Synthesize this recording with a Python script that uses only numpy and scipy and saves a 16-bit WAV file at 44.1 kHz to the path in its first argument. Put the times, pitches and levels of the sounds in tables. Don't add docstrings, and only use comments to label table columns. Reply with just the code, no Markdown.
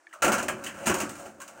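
import sys
import numpy as np
from scipy import signal
from scipy.fft import rfft, irfft
from scipy.io import wavfile

SR = 44100
rng = np.random.default_rng(int(sys.argv[2]) if len(sys.argv) > 2 else 0)


def transcribe(signal):
    frames = np.atleast_2d(signal).T
    limited = np.clip(frames, -1, 1)
    pcm = np.round(limited * 32767).astype(np.int16)
    wavfile.write(sys.argv[1], SR, pcm)


def makeup_ratio(level_db):
    decades = np.asarray(level_db, float) / 20
    return 10 ** decades


N = 70560

# hz, relative_db_per_hz
ROOM_COLOUR = [(30, -25), (200, -26), (270, -13), (330, 7.5), (420, -13), (630, -2), (1060, -6.5),
               (1610, -3.5), (2040, -12), (4000, -23.5), (6500, -15.5), (9500, -20.5), (12000, -43),
               (15300, -30), (16000, -60)]
ROOM_RMS_DB = -63.5

# start_s, pitch_hz, peak_db (of the main sine, before rise and decay), t60_s
PLUCKS = [(0.0688, 1744, -38.5, 0.036), (0.069, 2250, -44, 0.029), (0.069, 3400, -51, 0.012),
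          (0.069, 4330, -54, .012), (0.1275, 2920, -46, .015), (0.11, 1640, -52, .08),
          (.128, 1900, -38, 0.032), (0.136, 1298, -40.5, 0.087), (.141, 636, -50, .15),
          (.156, 1240, -48, 0.11), (.160, 602, -48, 0.16), (.186, 1263, -52, .12), (.486, 1635, -24, 0.11),
          (.488, 602, -32, 0.21), (0.664, 2990, -36.5, .08), (.871, 226.2, -27, 0.29), (.878, 651, -31, .2),
          (.895, 370, -28.5, 0.36), (.945, 517, -35, 0.34), (.95, 903, -37, 0.47), (1.097, 1280, -48, 0.15),
          (1.402, 1060, -43, 0.16), (1.411, 1582, -40.5, 0.073), (1.414, 2430, -51.5, 0.08),
          (1.481, 2390, -52.5, .08)]
PLUCK_RISE_S, PLUCK_PAIR_RATIO = 0.00084, 1.045

# time_s, treble_db, bass_db, low_mid_db, mid_db, high_mid_db
RUB_LEVELS = [(0.09, -72, -88, -88.5, -73, -65.5), (0.16, -75, -81, -72, -70, -87),
              (0.216, -73, -56, -51, -62, -63.5), (0.274, -61, -74, -49, -39, -59),
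              (0.32, -56, -66, -45, -33, -49), (0.362, -56, -50, -46, -32, -43),
              (0.4, -50, -43.5, -39, -39, -38), (0.492, -71, -38, -54, -55, -68),
              (0.624, -53.5, -51.5, -49, -44, -54.5), (0.708, -57.5, -51.5, -55, -47, -60),
              (0.9, -51.5, -48, -37.5, -51.5, -48), (1.026, -59, -42.5, -49, -45, -59),
              (1.106, -53.5, -52.5, -54, -51, -56.5), (1.238, -53, -56, -49, -51.5, -59.5),
              (1.364, -71.5, -58, -61.5, -68, -76), (1.472, -66, -68.5, -58, -63, -71),
              (1.6, -62.5, -53.5, -50.5, -54.5, -64)]
RUB_START_S, RUB_GRAINS_PER_S, RUB_SPREAD_DB = 0.09, 1500, 3.5
RUB_LUMP_DB, RUB_LUMP_HZ = 1.5, 24.6

# start_s, treble_db, bass_db, low_mid_db, mid_db, high_mid_db (before register gain), chatter_decay_s
KNOCKS = [(0.1296, -42.5, -82, -78, -47, -52.5, 0.011), (0.1352, -45.5, -90, -53.5, -47.5, -57, 0.0046),
          (0.2209, -16.5, -32, -22, -19.5, -26, 0.012), (0.2431, -20.5, -26.5, -24, -28.5, -28, 0.015),
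          (0.2782, -24.5, -29, -26.5, -26, -32, 0.011), (0.3188, -18, -30.5, -30, -26, -26.5, 0.012),
          (0.3296, -21.5, -35.5, -30, -31.5, -33.5, 0.012), (0.381, -22.5, -33.5, -30, -28.5, -33, 0.011),
          (0.4266, -26.5, -43, -36, -50, -41, 0.0072), (0.483, -19, -32.5, -30.5, -25.5, -25.5, 0.0045),
          (0.6384, -30, -47, -44, -42.5, -43.5, 0.014), (0.663, -26.5, -41, -43, -38, -30.5, 0.01),
          (0.86, -34, -45, -46, -43, -41, 0.012), (0.858, -25, -42, -46, -36, -37.5, 0.0086),
          (0.8684, -15, -31.5, -27, -22.5, -25.5, 0.012), (0.895, -26, -26, -31, -26.5, -30, 0.011),
          (0.9407, -21.5, -39, -35.5, -29.5, -32, 0.016), (0.9834, -28.5, -42, -38, -38, -40, 0.0061),
          (1.0018, -20.5, -42, -37, -28.5, -34, 0.0054), (1.0117, -30.5, -34, -45, -42, -39.5, 0.013),
          (1.0918, -31, -39.5, -48, -48, -45.5, 0.0095), (1.1529, -37, -54, -45, -45, -48.5, 0.0087),
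          (1.2566, -48, -46.5, -47.5, -53.5, -50, 0.012), (1.4011, -38, -58, -68, -48, -51, 0.0074),
          (1.416, -37.5, -55, -60.5, -44.5, -49.5, 0.0076), (1.478, -38.5, -72, -64, -52.5, -52.5, 0.0074)]
CHATTER_GRAINS_PER_S, CHATTER_SPREAD_DB, FIRST_BLOW_DB = 2500, 4, 18

# low_hz, high_hz, rise_s, knock_gain_db
REGISTERS = [(3378, 17000, 0.00021, -7), (60.4, 420, 0.0055, 2), (418.1, 900, 0.00098, 2),
             (900.5, 1700, 0.0014, 1), (1700, 3400, 0.00065, 1)]
# hz, relative_db_per_hz
SHEET_COLOUR = [(45, -24), (100, -7), (150, -12), (225, -0.5), (265, -9.5), (370, 0), (430, -16.5),
                (540, -5.5), (820, -12), (1400, -9.5), (1900, -11.5), (2900, -12.5), (3500, -26.5),
                (5200, -25), (6500, -16.5), (8500, -18.5), (10500, -30), (13500, -34), (15300, -27),
                (15800, -27), (16100, -48), (17000, -52)]
# hz, t60_s
SHEET_T60 = [(60, 0.16), (260, 0.22), (700, 0.23), (1800, 0.18), (4800, 0.18), (12000, 0.13)]
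MODE_GAP_HZ, SPOTS = 11, 4
CRACK_DB, CRACK_DECAY_S = 3, 0.0024

# hz, relative_db, t60_s
CLEAR_MODES = [(101, -8, 0.16), (208, -2.5, 0.23), (235.2, 9, 0.2), (297, -5.5, 0.91), (336, -14, 0.43),
               (370, -12, 0.085), (529.6, -11, 0.42), (568, -4, 0.12), (650, -21, 0.17), (1290, -25, 0.49),
               (1374, 1.5, 0.23), (1490, -3, 0.18), (1695, -2, 0.21), (2990, 4, 0.051)]
CLEAR_GAIN_DB, CLEAR_SPREAD_DB = -39, 4

# time_s, level_db, pitch_hz (sounded at 0.97 and 0.5 of it)
HUM = [(.5, -49, 595), (.56, -45.5, 586.2), (.62, -48.5, 570.7), (.70, -54, 574), (.75, -61, 568),
       (.815, -50.5, 569.7), (.835, -43, 572.8), (.858, -48, 572), (.88, -44, 570), (1.1, -55.5, 576.2),
       (1.2, -56, 582), (1.245, -49.5, 576), (1.3, -60, 570.7), (1.36, -60, 570), (1.5, -68, 576),
       (1.6, -56, 581)]
HUM_WAVER_SPREAD_HZ, HUM_WAVER_RATE_HZ = 3.86, 30
HUM_FLUTTER_DB, HUM_FLUTTER_RATE_HZ, HUM_LOWER_TONE_DB = 2, 13, -6

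MIC_LOW_HZ, CUTOFF_HZ = 51, 17100


def rms_one(x):
    return x / np.sqrt(np.mean(x ** 2) + 1e-20)


def in_time(rows):
    time_s, *columns = np.transpose(rows)
    return np.array([np.interp(np.arange(N) / SR, time_s, c) for c in columns])


def at_hz(points, hz):
    table_hz, values = np.transpose(points)
    return np.interp(np.log(hz), np.log(table_hz), values)


def drift(rate_hz):
    r = np.exp(-2 * np.pi * rate_hz / SR)
    noise = rng.standard_normal(N + SR)
    return rms_one(signal.lfilter([1], [1, -2 * r, r * r], noise)[SR:])


def grains(per_s, spread_db):
    size_draw, sign_draw, hit_draw = rng.random((3, N))
    size_db = spread_db * np.minimum(-np.log(size_draw + 1e-9), 4)
    hits = hit_draw < per_s / SR
    return rms_one(makeup_ratio(size_db) * np.sign(sign_draw - 0.5) * hits)


def room():
    hz = np.maximum(np.fft.rfftfreq(N, 1 / SR), 1)
    spectrum = rfft(rng.standard_normal(N)) * makeup_ratio(at_hz(ROOM_COLOUR, hz))
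    return makeup_ratio(ROOM_RMS_DB) * rms_one(irfft(spectrum, N))


def wire():
    out = np.zeros(N)
    for start_s, pitch_hz, peak_db, t60_s in PLUCKS:
        t = np.maximum(np.arange(N) / SR - start_s, 0)
        main = np.sin(2 * np.pi * pitch_hz * t)
        partner = 0.5 * np.sin(2 * np.pi * pitch_hz * PLUCK_PAIR_RATIO * t)
        rise = 1 - np.exp(-t / PLUCK_RISE_S)
        out += makeup_ratio(peak_db - 60 * t / t60_s) * rise * (main + partner)
    return out


def rub_drives():
    touching = np.arange(N) / SR > RUB_START_S
    contacts = grains(RUB_GRAINS_PER_S, RUB_SPREAD_DB)
    lumps = makeup_ratio(RUB_LUMP_DB * drift(RUB_LUMP_HZ))
    return contacts * lumps * touching * makeup_ratio(in_time(RUB_LEVELS))


def knock_drives():
    knocks = np.array(KNOCKS)
    since_s = np.arange(N) / SR - knocks[:, :1]
    dying = (since_s >= 0) * np.exp(-np.maximum(since_s, 0) / knocks[:, 6:])
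    blow = makeup_ratio(FIRST_BLOW_DB) * (since_s < 1 / SR)
    return dying * (grains(CHATTER_GRAINS_PER_S, CHATTER_SPREAD_DB) + blow)


def sheet(low_hz, high_hz, rise_s):
    count = max(int((high_hz - low_hz) / MODE_GAP_HZ), 90)
    place, damping = rng.random((count, 2)).T
    hz = low_hz + (high_hz - low_hz) * (np.arange(count) + place) / count
    t60_s = np.clip(at_hz(SHEET_T60, hz) * (0.68 + 1.02 * damping), 0.01, 0.5)
    t = np.arange(int(t60_s.max() * SR * 0.7)) / SR
    modes = np.exp(np.outer(-np.log(1000) / t60_s, t)) * np.sin(np.outer(2 * np.pi * hz, t))
    signs = rng.choice([-1, 1], (SPOTS, count))
    out = (signs * makeup_ratio(at_hz(SHEET_COLOUR, hz)) / np.sqrt(t60_s)) @ modes
    out *= 1 - np.exp(-t / rise_s)
    out *= 1 + makeup_ratio(CRACK_DB) * np.exp(-t / CRACK_DECAY_S)
    high_pass = signal.butter(2, low_hz * 0.8, "high", fs=SR, output="sos")
    out = signal.sosfilt(high_pass, out)
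    return out / np.sqrt(np.sum(out ** 2, axis=1, keepdims=True))


def ring(clicks, hz, t60_s):
    r, w = makeup_ratio(-60 / (t60_s * SR)), 2 * np.pi * hz / SR
    return signal.lfilter([0, np.sin(w)], [1, -2 * r * np.cos(w), r * r], clicks + 1e-18)


def tray():
    rub, knocks = rub_drives(), knock_drives()
    levels_db = np.array(KNOCKS)[:, 1:6]
    spot = rng.integers(0, SPOTS, N) == np.arange(SPOTS)[:, None]
    out = np.zeros(N)
    for k, (low_hz, high_hz, rise_s, knock_gain_db) in enumerate(REGISTERS):
        drive = (makeup_ratio(levels_db[:, k] + knock_gain_db) @ knocks + rub[k]) * spot
        out += signal.fftconvolve(drive, sheet(low_hz, high_hz, rise_s), axes=1)[:, :N].sum(axis=0)
    spread = rng.standard_normal((len(KNOCKS), len(CLEAR_MODES)))
    for k, (hz, relative_db, t60_s) in enumerate(CLEAR_MODES):
        home = [low_hz <= hz < high_hz for low_hz, high_hz, *_ in REGISTERS].index(True)
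        gains = makeup_ratio(levels_db[:, home] + CLEAR_SPREAD_DB * spread[:, k])
        out += makeup_ratio(relative_db + CLEAR_GAIN_DB) * ring(gains @ knocks + rub[home], hz, t60_s)
    return out


def hum():
    level_db, pitch_hz = in_time(HUM)
    wavering_hz = pitch_hz + HUM_WAVER_SPREAD_HZ * drift(HUM_WAVER_RATE_HZ)
    phase = 2 * np.pi * np.cumsum(wavering_hz) / SR
    tones = np.zeros(N)
    for pitch_share, gain_db in ((0.97, 0), (0.5, HUM_LOWER_TONE_DB)):
        flutter_db = HUM_FLUTTER_DB * drift(HUM_FLUTTER_RATE_HZ)
        tones += makeup_ratio(gain_db + flutter_db) * np.sin(pitch_share * phase)
    started = np.arange(N) / SR > HUM[0][0]
    return np.sqrt(2) * tones * makeup_ratio(level_db) * started


def scene():
    return (room() + wire() + tray() + hum())[None]


def band_limit(x):
    return signal.sosfilt(signal.butter(12, 17140, fs=SR, output="sos"), x)


def record(dry):
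    high_pass = signal.butter(2, MIC_LOW_HZ, "high", fs=SR, output="sos")
    low_pass = signal.cheby2(10, 50, CUTOFF_HZ, fs=SR, output="sos")
    mix = signal.sosfilt(low_pass, signal.sosfilt(high_pass, dry))
    return band_limit(mix)


dry = scene()
out = record(dry)
transcribe(out)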